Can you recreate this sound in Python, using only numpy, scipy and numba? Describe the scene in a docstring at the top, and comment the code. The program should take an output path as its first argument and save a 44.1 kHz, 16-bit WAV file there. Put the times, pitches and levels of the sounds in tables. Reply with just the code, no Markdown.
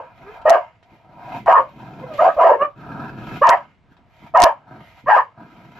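"""A hard-floored yard with a wire cage: a large dog growls and barks close to a small stereo microphone.
A second dog whines and yelps beside it, over wind rumble, faint air noise and small ticks.
Barks and growls are uneven pulses and puffs of noise through resonances; whines are stacks of sine waves.
Decaying noise makes the reflections. Crackles at set times give the sound of an overloaded input."""
import sys
import numpy as np
from scipy import signal
from scipy.fft import rfft, irfft
from scipy.io import wavfile
from scipy.ndimage import uniform_filter1d, minimum_filter1d
from numba import njit

SR = 44100
rng = np.random.default_rng(int(sys.argv[2]) if len(sys.argv) > 2 else 0)


def log_audio(samples):
    """Write samples as a 16-bit WAV file to the path given in sys.argv[1]."""
    # one column per channel
    frames = np.atleast_2d(samples).T
    # limit to full scale, then quantise
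    limited = np.clip(frames, -1, 1)
    pcm = np.round(limited * 32767).astype(np.int16)
    wavfile.write(sys.argv[1], SR, pcm)


N = 255735

# Barks (the first begins before the sound starts): start t/s, attack/s, voiced length/s,
# pitch at start f/Hz, at top f/Hz, at end f/Hz, throat level/dB, mouth level/dB, lips level/dB,
# rasp level/dB, release/(dB per s), tail below the voice level/dB
BARKS = [ (-0.17, .012, 0.15, 592, 680, 604.6, -16.5, -12.5, -26.5, -39, 657, 15.5),
         (0.451, 0.0064, 0.11, 596.1, 677.5, 660.2, -10, -17.5, -31, -33, 650, 9.5),
         (1.46, 0.016, 0.11, 681, 761.2, 639.4, -9.5, -12, -26.5, -32.5, 505, 18),
         (2.182, 0.014, 0.11, 561.4, 706.5, 666.1, -11.5, -19, -31, -37, 797.5, 22.5),
         (2.363, 0.031, 0.16, 585.9, 668.1, 541, -11.5, -14.5, -33, -36.5, 455, 27.5),
         (3.413, 0.0074, 0.12, 480, 701.3, 688.9, -14.5, -9.5, -24, -29.5, 654, 14),
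         (4.338, .013, 0.13, 618.3, 715.4, 634, -10, -10, -26.5, -28.5, 653, 31),
         (5.06, 0.024, 0.13, 416.7, 797.5, 597.8, -20.5, -13, -23, -33, 702, 25), ]
# Jaw during each bark: t/s, mouth f/Hz, lips f/Hz, level moved from throat to mouth/dB
JAW = [
    [(0, 950, 1500, -2), (.1, 920, 1560, 2.5)],
    [(.458, 836, 1460, -1.5), (.48, 860, 1884, 4.5), (.51, 1100, 1760, -5), (.54, 1110, 1560, 2.5),
     (.565, 1030, 1660, 2), (.585, 910, 1640, -7), (.62, 994, 1550, 6)],
    [(1.47, 906, 1830, 6.5), (1.487, 1080, 1930, -3.5), (1.515, 1027, 1680, 1.5), (1.56, 940, 1775, 9),
     (1.585, 970, 1490, 2), (1.615, 1074, 1629, -7)],
    [(2.195, 1100, 1770, 4.5), (2.22, 836, 1420, -3.5), (2.25, 1086, 1470, 1.5), (2.28, 1060, 1440, -8),
     (2.3, 1130, 1710, 3)],
    [(2.385, 1060, 1564, -5.5), (2.42, 960, 1670, 2), (2.455, 1044, 1890, -6), (2.49, 900, 1530, 2),
     (2.52, 1026, 1590, -3), (2.54, 940, 1700, 6.5), (2.56, 1010, 1540, -1)],
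    [(3.422, 1060, 1580, -4.5), (3.44, 1077, 1679, 7.5), (3.47, 975, 1663, -0.5), (3.5, 967, 1590, 1.5),
     (3.525, 1020, 1940, 0.5), (3.55, 1005, 1509, -8.5), (3.58, 924, 1665, 0)],
    [(4.35, 994, 1700, -3.5), (4.375, 841.7, 1735, 5), (4.4, 845, 1923, -9), (4.425, 936, 1800, 0),
     (4.455, 1043, 1740, -4), (4.48, 880, 1740, -2), (4.505, 983, 1714, 13)],
    [(5.075, 1092, 1772, -1.5), (5.09, 1176, 1802, -7), (5.102, 974, 1850, 2.5), (5.15, 912, 1694, 6),
     (5.168, 1254, 1820, -8), (5.2, 967, 1700, 6), (5.225, 1160, 1704, -5.5)],
]
# Resonances of the bark's rasp: f/Hz, width/Hz (before formant() widens it), relative level/dB
RASP = [(1310, 320, 12), (2160, 250, 13), (2904, 420, 3.5), (3950, 380, -21), (4626, 760, -10.5),
        (6900, 670, -22), (12500, 4800, -30)]
# Growl and rough breath, one list per breath: t/s, throat and mouth level/dB, chest level/dB, treble level/dB
GROWL = [
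    [(0.12, -52.5, -64, -65), (0.162, -56.5, -60, -57.5), (0.254, -46.5, -44, -56.5),
     (0.292, -46, -76, -55), (0.322, -45.5, -53.5, -52.5), (0.372, -41, -77, -54),
     (0.41, -43.5, -55.5, -64)],
    [(0.72, -63.5, -85, -81), (0.77, -69, -101, -84), (0.936, -55, -50, -60), (1.004, -58, -76, -66.5),
     (1.068, -54.5, -55.5, -71), (1.372, -30.5, -39, -43.5), (1.445, -69, -42.5, -61)],
    [(1.69, -53, -54.5, -60.5), (1.77, -55, -45, -58), (1.806, -42.5, -41.5, -54.5),
     (1.986, -47.5, -40.5, -57.5), (1.994, -44, -34.5, -53), (2.07, -41, -42.5, -55.5),
     (2.175, -47, -44, -42.5)],
    [(2.75, -62, -67, -72.5), (2.776, -50.5, -44, -58.5), (2.89, -39, -35.5, -54.5),
     (3.076, -35.5, -35, -51.5), (3.106, -46, -37.5, -57), (3.372, -37, -33.5, -40.5),
     (3.402, -60, -44, -51)],
    [(3.72, -85.5, -61, -82.5), (3.77, -86, -75, -82), (3.784, -101.5, -85, -81), (3.824, -74, -62, -87),
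     (3.878, -67.5, -61, -79), (3.924, -63.5, -50.5, -59), (3.955, -68, -67.5, -82)],
    [(3.985, -58, -59, -74), (4.013, -65, -61.5, -81.5), (4.167, -61.5, -65, -59.5),
     (4.251, -47.5, -44, -55), (4.275, -45.5, -54.5, -56), (4.309, -74, -57, -68),
     (4.325, -58.5, -53, -75.5)],
    [(4.655, -59, -63.5, -84), (4.679, -47, -49, -64), (4.777, -44.5, -40, -59.5),
     (4.877, -57, -59.5, -55.5), (5.009, -53, -66.5, -56.5), (5.029, -72.5, -74, -65.5),
     (5.04, -76.5, -44.5, -66)],
    [(5.36, -60, -86, -89.5), (5.38, -47, -47.5, -67), (5.43, -47, -42, -66), (5.5, -55, -51.5, -64),
     (5.586, -51.5, -47.5, -61.5), (5.73, -55.5, -50, -63.5), (5.79, -43, -47, -54)],
]
# Colour of each breath: mouth against throat level/dB, teeth against treble level/dB,
# hiss against treble level/dB, stretch of the teeth resonances (a factor)
BREATHS = [(-6.5, -4, -13, 0.93), (-12, -4, -11.5, 0.93), (-9, -7, -11.5, 0.93), (-1, -6.5, -11.5, 0.957),
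           (-5, -2.5, -11.5, 0.64), (-7, -4, -11, 0.9), (-6, -3.5, -10, 0.9), (-4, -1.5, -7.5, 0.915)]
# Resonances of the growl, before the jaw shifts them:
# f/Hz, width/Hz (before formant() widens it), relative level/dB
CHEST = [(126, 37, 8.5), (214, 139, 3)]
THROAT = [(690, 140, 0), (950, 110, -6)]
MOUTH = [(1330, 190, 0), (1620, 150, -10)]
TEETH = [(2220, 190, 0), (2560, 220, -2)]
HISS = [(3090, 600, 20.6), (4570, 1600, 3.1), (6450, 1300, 3.5), (12400, 1900, 0.5)]
# Air moving over the microphone ports: t/s, level/dB
WIND = [(0.0, -69), (0.35, -54.5), (0.76, -68.5), (1.08, -68), (1.31, -56), (1.6, -63), (2.07, -62.5),
        (2.7, -61.5), (3.2, -52), (3.33, -51.5), (3.65, -67.5), (3.91, -63), (4.34, -63.5), (4.52, -68),
        (4.73, -81), (4.89, -57), (5.25, -76.5), (5.8, -63)]
# Tone of the yard's background noise: f/Hz, relative level/dB (per Hz)
AIR_TONE = [(18, -39), (30, -14), (109, 9.5), (350, -7.5), (955, -7.5), (1580, -16), (2150, -12),
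            (9000, -42.5), (11700, -78.5), (19800, -120)]
# Second dog: loudest t/s, rise/s, fall/s, pitch at start f/Hz, just after the loudest f/Hz, at end f/Hz,
# peak level/dB (rms), partial 2 against 1 level/dB, partial 3 against 1 level/dB, hoarseness/(0-1)
WHINES = [ (0.29, .04, 0.057, 382.5, 438, 461, -39.5, -19.5, -10.5, .1),
          (2.04, 0.026, 0.083, 521, 500.5, 496, -34.5, -10.5, -22, .1),
          (2.125, 0.056, .16, 668, 541, 567, -34, -13.5, -32, .1),
          (2.625, 0.028, 0.04, 539.4, 607, 586, -17, 0.5, -17.5, .25), ]
# Small mouth and paw noises: t/s, starting level of the ring/dB, f/Hz
TICKS = [(0.416, -43.5, 710), (0.828, -47, 676), (2.137, -33, 584), (3.967, -51.5, 799.8)]
# Overload crackles: t/s, level/dB (scales the whole bump), left minus right level/dB, half-length/ms
CRACKLES = [(0.497, -18.5, -17, 0.39), (0.5, -16, 11.5, 0.075), (0.5043, -20, 18, 0.39),
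            (1.4949, -35, -1, 0.11), (1.5283, -35, -4, 0.15), (3.4714, -19.5, -2, 0.13),
            (3.4917, -9.5, 1, 0.14), (3.4943, -10.5, -6, 0.28), (3.5016, -16.5, 3.5, 0.13),
            (4.374, -22, 12.5, 0.13), (4.403, -20, 14, 0.34), (4.4208, 6, -8, 0.093),
            (4.4291, -5, 7.5, 0.11), (4.4375, 3, 13, 0.16), (4.4403, 7, 0, 0.12), (4.4436, -11, -27, 0.076),
            (4.4564, -25, 4.5, 0.15)]

# Barks
CLEAR_S, ROUGHNESS = .018, .7   # roughness (0-1) builds up around this time
SOFT_CLOSURE_HZ = (320, 950)   # the open mouth sheds little bass, the folds close softly
ATTACK_DB, BRIGHT_S, BRIGHT_LAG_DB = 23.5, 0.01, 4.5   # rise of the attack; rasp and lips come up later
RISE_S, SAG_SHARE = .03, 0.65   # pitch nears its top in this time and sags after this share of the length
TAIL_DB_PER_S = 232.5   # the voice stops fast, a faint tail lingers
FLUTTER_DB, JAW_WANDER = 3.5, 0.045   # each resonance swells and drifts on its own
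LIPS_FOLLOW = .6   # share of the jaw's level shift at the lips
RASP_ARCH_DB, RASP_FADE = 8.5, 0.53   # rasp is strongest mid-bark and fades at this share of the voice's rate
MOUTH_FADE = 0.11   # the mouth closes: its ring dies this share faster than the throat
# Growl and wind
GROWL_PULSES_PER_S = 105   # before the random unevenness
CHEST_ON_PORTS_DB = -18.5   # the growl also blows on the microphone ports: against the chest level
RUMBLE_HZ = 102   # top of the wind rumble
PUFF_DB, PUFF_S = -27, 0.015   # each bark puffs air on the ports: against the mouth level, decay
AIR_DB = -60
# Whines
WHINE_WAVER, WHINE_FLUTTER_DB = .012, 2.5
WHINE_EDGE_DB, WHINE_ONSET = 15, 1.6   # level lost after one rise or fall time; abruptness of the start
PARTIAL_4_DB, PARTIAL_5_DB = -3.5, -11   # against partial 3
OVERTONE_FADE = 0.21   # each higher partial dies this share faster
# Reflections: time to fall 60 dB, level before the bass is cut, bass cut
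NEAR_T60_S, NEAR_DB, NEAR_LOW_HZ = 0.12, 3.5, 2000   # ground and cage, which scatter mostly treble
YARD_T60_S, YARD_DB, YARD_LOW_HZ = 0.18, -8.5, 363
NEAR_UNSHARED, YARD_UNSHARED = 0.85, 0.41   # how strongly the two sides differ
# Microphone
CRACKLE_HZ, CRACKLE_PUSH = 5004, 0.79   # wave inside a crackle; one-sided push added to it
PEAK_LIMIT, CUTOFF_HZ = .93, 15600


def from_db(db):
    """dB to gain."""
    return 10 ** (np.asarray(db) / 20)


def in_time(tables, column):
    """One column of several tables, joined by straight lines between its points."""
    rows = np.concatenate(tables)
    return np.interp(np.arange(N) / SR, rows[:, 0], rows[:, column])


def evened(x, window_s):
    """Divides out the slow level, so that the local rms is about 1."""
    power = uniform_filter1d(x ** 2, size=int(window_s * SR)).clip(0)
    return x / np.sqrt(power + 1e-12)


def wander(length):
    """Noise averaged over some samples; spread 1."""
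    return uniform_filter1d(rng.standard_normal(N), size=length) * np.sqrt(length)


def slow(length):
    """Smoother random drift; spread about 1."""
    return uniform_filter1d(wander(length=length), size=length // 2)


@njit
def resonate(x, hz, r, step):
    """Two-pole resonance whose centre may move every sample."""
    y = np.zeros(len(x))
    for i in range(2, len(x)):
        push = (1 - r * r) / 2 * (x[i] - x[i - 2])
        y[i] = push + 2 * r * np.cos(step * hz[i]) * y[i - 1] - r * r * y[i - 2]
    return y


def formant(x, hz, width_hz):
    """A resonance applied twice keeps the valleys beside it dark."""
    r = np.exp(-np.pi * 1.5 * width_hz / SR)   # each pass is 1.5 times as wide
    centre = hz + np.zeros(N)
    step = 2 * np.pi / SR
    return resonate(resonate(x, centre, r, step), centre, r, step)


def formants(x, modes, shift=1):
    """Side-by-side resonances with alternating signs; shift scales their frequencies."""
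    out = np.zeros(N)
    for k, (hz, width_hz, db) in enumerate(modes):
        out += (-1) ** k * from_db(db) * formant(x, hz * shift, width_hz)
    return out


def folds(per_s, rough, jitter, shimmer_db, breath, doubling_db, puff_decay):
    """Vocal-fold closures: uneven in time and strength as roughness grows, each with a puff of noise."""
    wobble = wander(length=150)
    phase = np.cumsum(per_s * np.exp(jitter * rough * wobble)) / SR
    cycle = phase.astype(int)
    weak = doubling_db * (cycle % 2)   # strong and weak closures in turn halve the pitch
    strength = from_db(rough * (shimmer_db * rng.standard_normal(N)[cycle] - weak))
    closure = np.diff(cycle, prepend=0) * np.sqrt(SR / per_s)
    puff = np.exp(-puff_decay * (phase - cycle)) * rng.standard_normal(N)
    return strength * (closure + breath * rough * puff)


def barks():
    """A throat resonance follows the pitch; the voice turns rough, and mouth, lips and rasp colour it."""
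    t = np.arange(N) / SR
    rows = np.array(BARKS)
    current = np.searchsorted(rows[:, 0], t, side="right").clip(1) - 1
    (start, attack, length, first_hz, top_hz, last_hz, throat_db, mouth_db, lips_db,
     rasp_db, release_db, tail_db) = rows[current].T
    since = t - start
    after = (since - length).clip(0)

    sag = ((since / length - SAG_SHARE) / (1 - SAG_SHARE)).clip(0, 1.5)
    climb_hz = (top_hz - first_hz) * np.exp(-since / RISE_S)
    pitch_hz = top_hz - climb_hz - (top_hz - last_hz) * sag

    fade_db = np.minimum(release_db * after, tail_db + TAIL_DB_PER_S * after)
    effort_db = -ATTACK_DB * (1 - since / attack).clip(0) - fade_db
    late_db = effort_db - BRIGHT_LAG_DB * np.exp(-since / BRIGHT_S)
    arch_db = -RASP_ARCH_DB * (2 * (since / length).clip(0, 1) - 1) ** 2
    mouth_hz, lips_hz, shift_db = (in_time(JAW, column=k) for k in range(1, 4))

    rough = ROUGHNESS * np.clip(since / CLEAR_S - .5, .3, 1)
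    source = folds(pitch_hz, rough, jitter=.22, shimmer_db=6, breath=1.0, doubling_db=7, puff_decay=0.87)
    soft = signal.sosfilt(signal.butter(2, SOFT_CLOSURE_HZ, "band", fs=SR, output="sos"), source)

    slower_fade_db = (1 - RASP_FADE) * fade_db.clip(0, 70)   # gives back part of the fade
    out = evened(formants(source, RASP), 0.11) * from_db(rasp_db + late_db + arch_db + slower_fade_db)
    throat_level_db = throat_db + effort_db - shift_db
    mouth_level_db = mouth_db + effort_db + shift_db - MOUTH_FADE * fade_db
    lips_level_db = lips_db + late_db + LIPS_FOLLOW * shift_db
    parts = ((pitch_hz, throat_level_db, 170), (mouth_hz, mouth_level_db, 135), (lips_hz, lips_level_db, 165))
    for hz, level_db, width_hz in parts:
        ring = formant(soft, hz * np.exp(JAW_WANDER * slow(length=1200)), width_hz)
        flutter_db = FLUTTER_DB * rough * slow(length=600)
        out += evened(ring, 0.014) * from_db(uniform_filter1d(level_db, size=60) + flutter_db)
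    return out


def growl():
    """Uneven throat pulses rattle the chest; the upper parts are mostly breath, and the jaw keeps shifting."""
    rattle = folds(GROWL_PULSES_PER_S, 1.0, jitter=.3, shimmer_db=-1.5, breath=3.5, doubling_db=-0.5,
                   puff_decay=0.28)
    breath = folds(GROWL_PULSES_PER_S, 1, jitter=.3, shimmer_db=2, breath=6, doubling_db=0, puff_decay=.9)
    jaw = np.exp(.025 * wander(length=9000))
    level_db, chest_db, treble_db = (in_time(GROWL, column=k) for k in range(1, 4))
    starts = [round(table[0][0] * SR) for table in GROWL]
    current = np.searchsorted(starts, np.arange(N)).clip(1) - 1
    open_db, teeth_db, hiss_db, stretch = np.array(BREATHS)[current].T
    throat_db = level_db - 10 * np.log10(1 + 10 ** (open_db / 10))   # throat and mouth share the level
    parts = ((rattle, CHEST, jaw, chest_db),
             (breath, THROAT, jaw, throat_db),
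             (breath, MOUTH, jaw, throat_db + open_db),
             (breath, TEETH, jaw * stretch, treble_db + teeth_db),
             (breath, HISS, jaw, treble_db + hiss_db))
    return sum(evened(formants(source, modes, shift), 0.28) * from_db(db)
               for source, modes, shift, db in parts)


def rumble():
    """Wind on the ports: lumpy low noise, its own on each side, with growl breath and a puff at each bark."""
    t = np.arange(N) / SR
    low_band = signal.butter(2, [40, RUMBLE_HZ], "band", fs=SR, output="sos")
    noise = signal.sosfilt(low_band, rng.standard_normal((2, N)))
    puffs = np.zeros(N)
    for bark in BARKS:
        start, mouth_db = bark[0], bark[7]
        puffs += from_db(mouth_db + PUFF_DB) * (t > start) * np.exp(-np.abs(t - start) / PUFF_S)
    wind = from_db(in_time([WIND], column=1))
    growl_breath = from_db(in_time(GROWL, column=2) + CHEST_ON_PORTS_DB)
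    return noise / noise.std() * (wind + growl_breath + uniform_filter1d(puffs, size=300))


def air():
    """Faint background noise with a set tone, partly shared by both sides."""
    hz = np.arange(N // 2 + 1) * SR / N + 1
    tone = np.array(AIR_TONE)
    shape = from_db(np.interp(np.log(hz), np.log(tone[:, 0]), tone[:, 1]))
    white = rng.standard_normal((3, N))
    noise = irfft(rfft(white[0] + .5 * white[1:]) * shape, N)
    return from_db(AIR_DB) * noise / noise.std()


def scatter(t60_s, level_db, low_hz, unshared):
    """Dense decaying reflections as fading noise, partly different on each side."""
    t = np.arange(SR // 2) / SR
    shared, side = rng.standard_normal((2, len(t))) * from_db(-60 * t / t60_s)
    noise = (shared + unshared * side * [[1], [-1]]) / np.sqrt(np.sum(shared ** 2))
    bass_cut = signal.butter(2, low_hz, "high", fs=SR, output="sos")
    return from_db(level_db) * signal.sosfilt(bass_cut, noise)


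def yard(x):
    """Direct sound plus reflections from near things and from the walls."""
    near = scatter(NEAR_T60_S, NEAR_DB, NEAR_LOW_HZ, NEAR_UNSHARED)
    walls = scatter(YARD_T60_S, YARD_DB, YARD_LOW_HZ, YARD_UNSHARED)
    return x + signal.fftconvolve(x[None], near + walls, axes=1)[:, :N]


def whines():
    """Calls of five partials (sine waves at whole multiples of the pitch), unsteady in pitch and level."""
    out, t = np.zeros(N), np.arange(N) / SR
    waver = np.exp(WHINE_WAVER * wander(length=250))
    for s, rise, fall, first_hz, top_hz, last_hz, peak_db, second_db, third_db, hoarse in WHINES:
        pitch_hz = np.interp(t, [s - rise, s + fall / 2, s + fall], [first_hz, top_hz, last_hz]) * waver
        phase = 2 * np.pi * np.cumsum(pitch_hz) / SR
        # clip only guards the branch that is not used
        edge = np.where(t < s, ((s - t).clip(0) / rise) ** WHINE_ONSET, (t - s) / fall)
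        level_db = peak_db - WHINE_EDGE_DB * edge
        partials_db = [0, second_db, third_db, third_db + PARTIAL_4_DB, third_db + PARTIAL_5_DB]
        for k, db in enumerate(partials_db):
            flutter_db = WHINE_FLUTTER_DB * uniform_filter1d(wander(length=300), size=100)
            extra_fade_db = OVERTONE_FADE * k * (peak_db - level_db) * (t > s)
            gain = np.sqrt(2) * from_db(level_db + db + flutter_db - extra_fade_db)
            out += gain * (1 + hoarse * slow(length=70)) * np.sin((k + 1) * phase)
    return out


def ticks():
    """Mouth and paw noises: short dull noise bursts with a damped ring."""
    out, t = np.zeros(N), np.arange(1200) / SR
    bursts = rng.standard_normal((len(TICKS), len(t)))
    dull = signal.sosfilt(signal.butter(3, 3000, fs=SR, output="sos"), bursts)
    for (s, ring_db, hz), burst in zip(TICKS, dull):
        start = round(s * SR)
        ring = np.sin(2 * np.pi * hz * t)
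        out[start:start + len(t)] += from_db(ring_db) * np.exp(-t / .005) * (ring + 1.5 * burst)
    return out


def crackles():
    """Split-second jumps of the signal, each with its own balance between the sides."""
    out, reach = np.zeros((2, N)), np.arange(-60, 61)
    t = reach / SR
    for s, level_db, pan_db, length_ms in CRACKLES:
        bump = np.exp(-(t / (length_ms / 1000)) ** 2)
        jump = bump * (np.cos(2 * np.pi * CRACKLE_HZ * t) + CRACKLE_PUSH)
        sides_db = [[level_db + pan_db / 2], [level_db - pan_db / 2]]
        out[:, round(s * SR) + reach] += from_db(sides_db) * jump
    return out


def scene():
    """Both dogs in the yard, with wind and air noise."""
    return yard(barks() + growl() + whines() + ticks()) + rumble() + air()


def record(dry):
    """A look-ahead limiter holds the peaks, crackles jump against the wave, the top is cut."""
    needed = np.minimum(1, PEAK_LIMIT / (np.abs(dry).max(axis=0) + 1e-9))
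    level = dry * uniform_filter1d(minimum_filter1d(needed, size=300), size=300)
    against = -np.sign(uniform_filter1d(level, size=15, axis=1))
    level = np.clip(level + crackles() * against, -1, 1)
    return signal.sosfilt(signal.cheby2(12, 60, CUTOFF_HZ, fs=SR, output="sos"), level)


dry = scene()
out = record(dry)
log_audio(out)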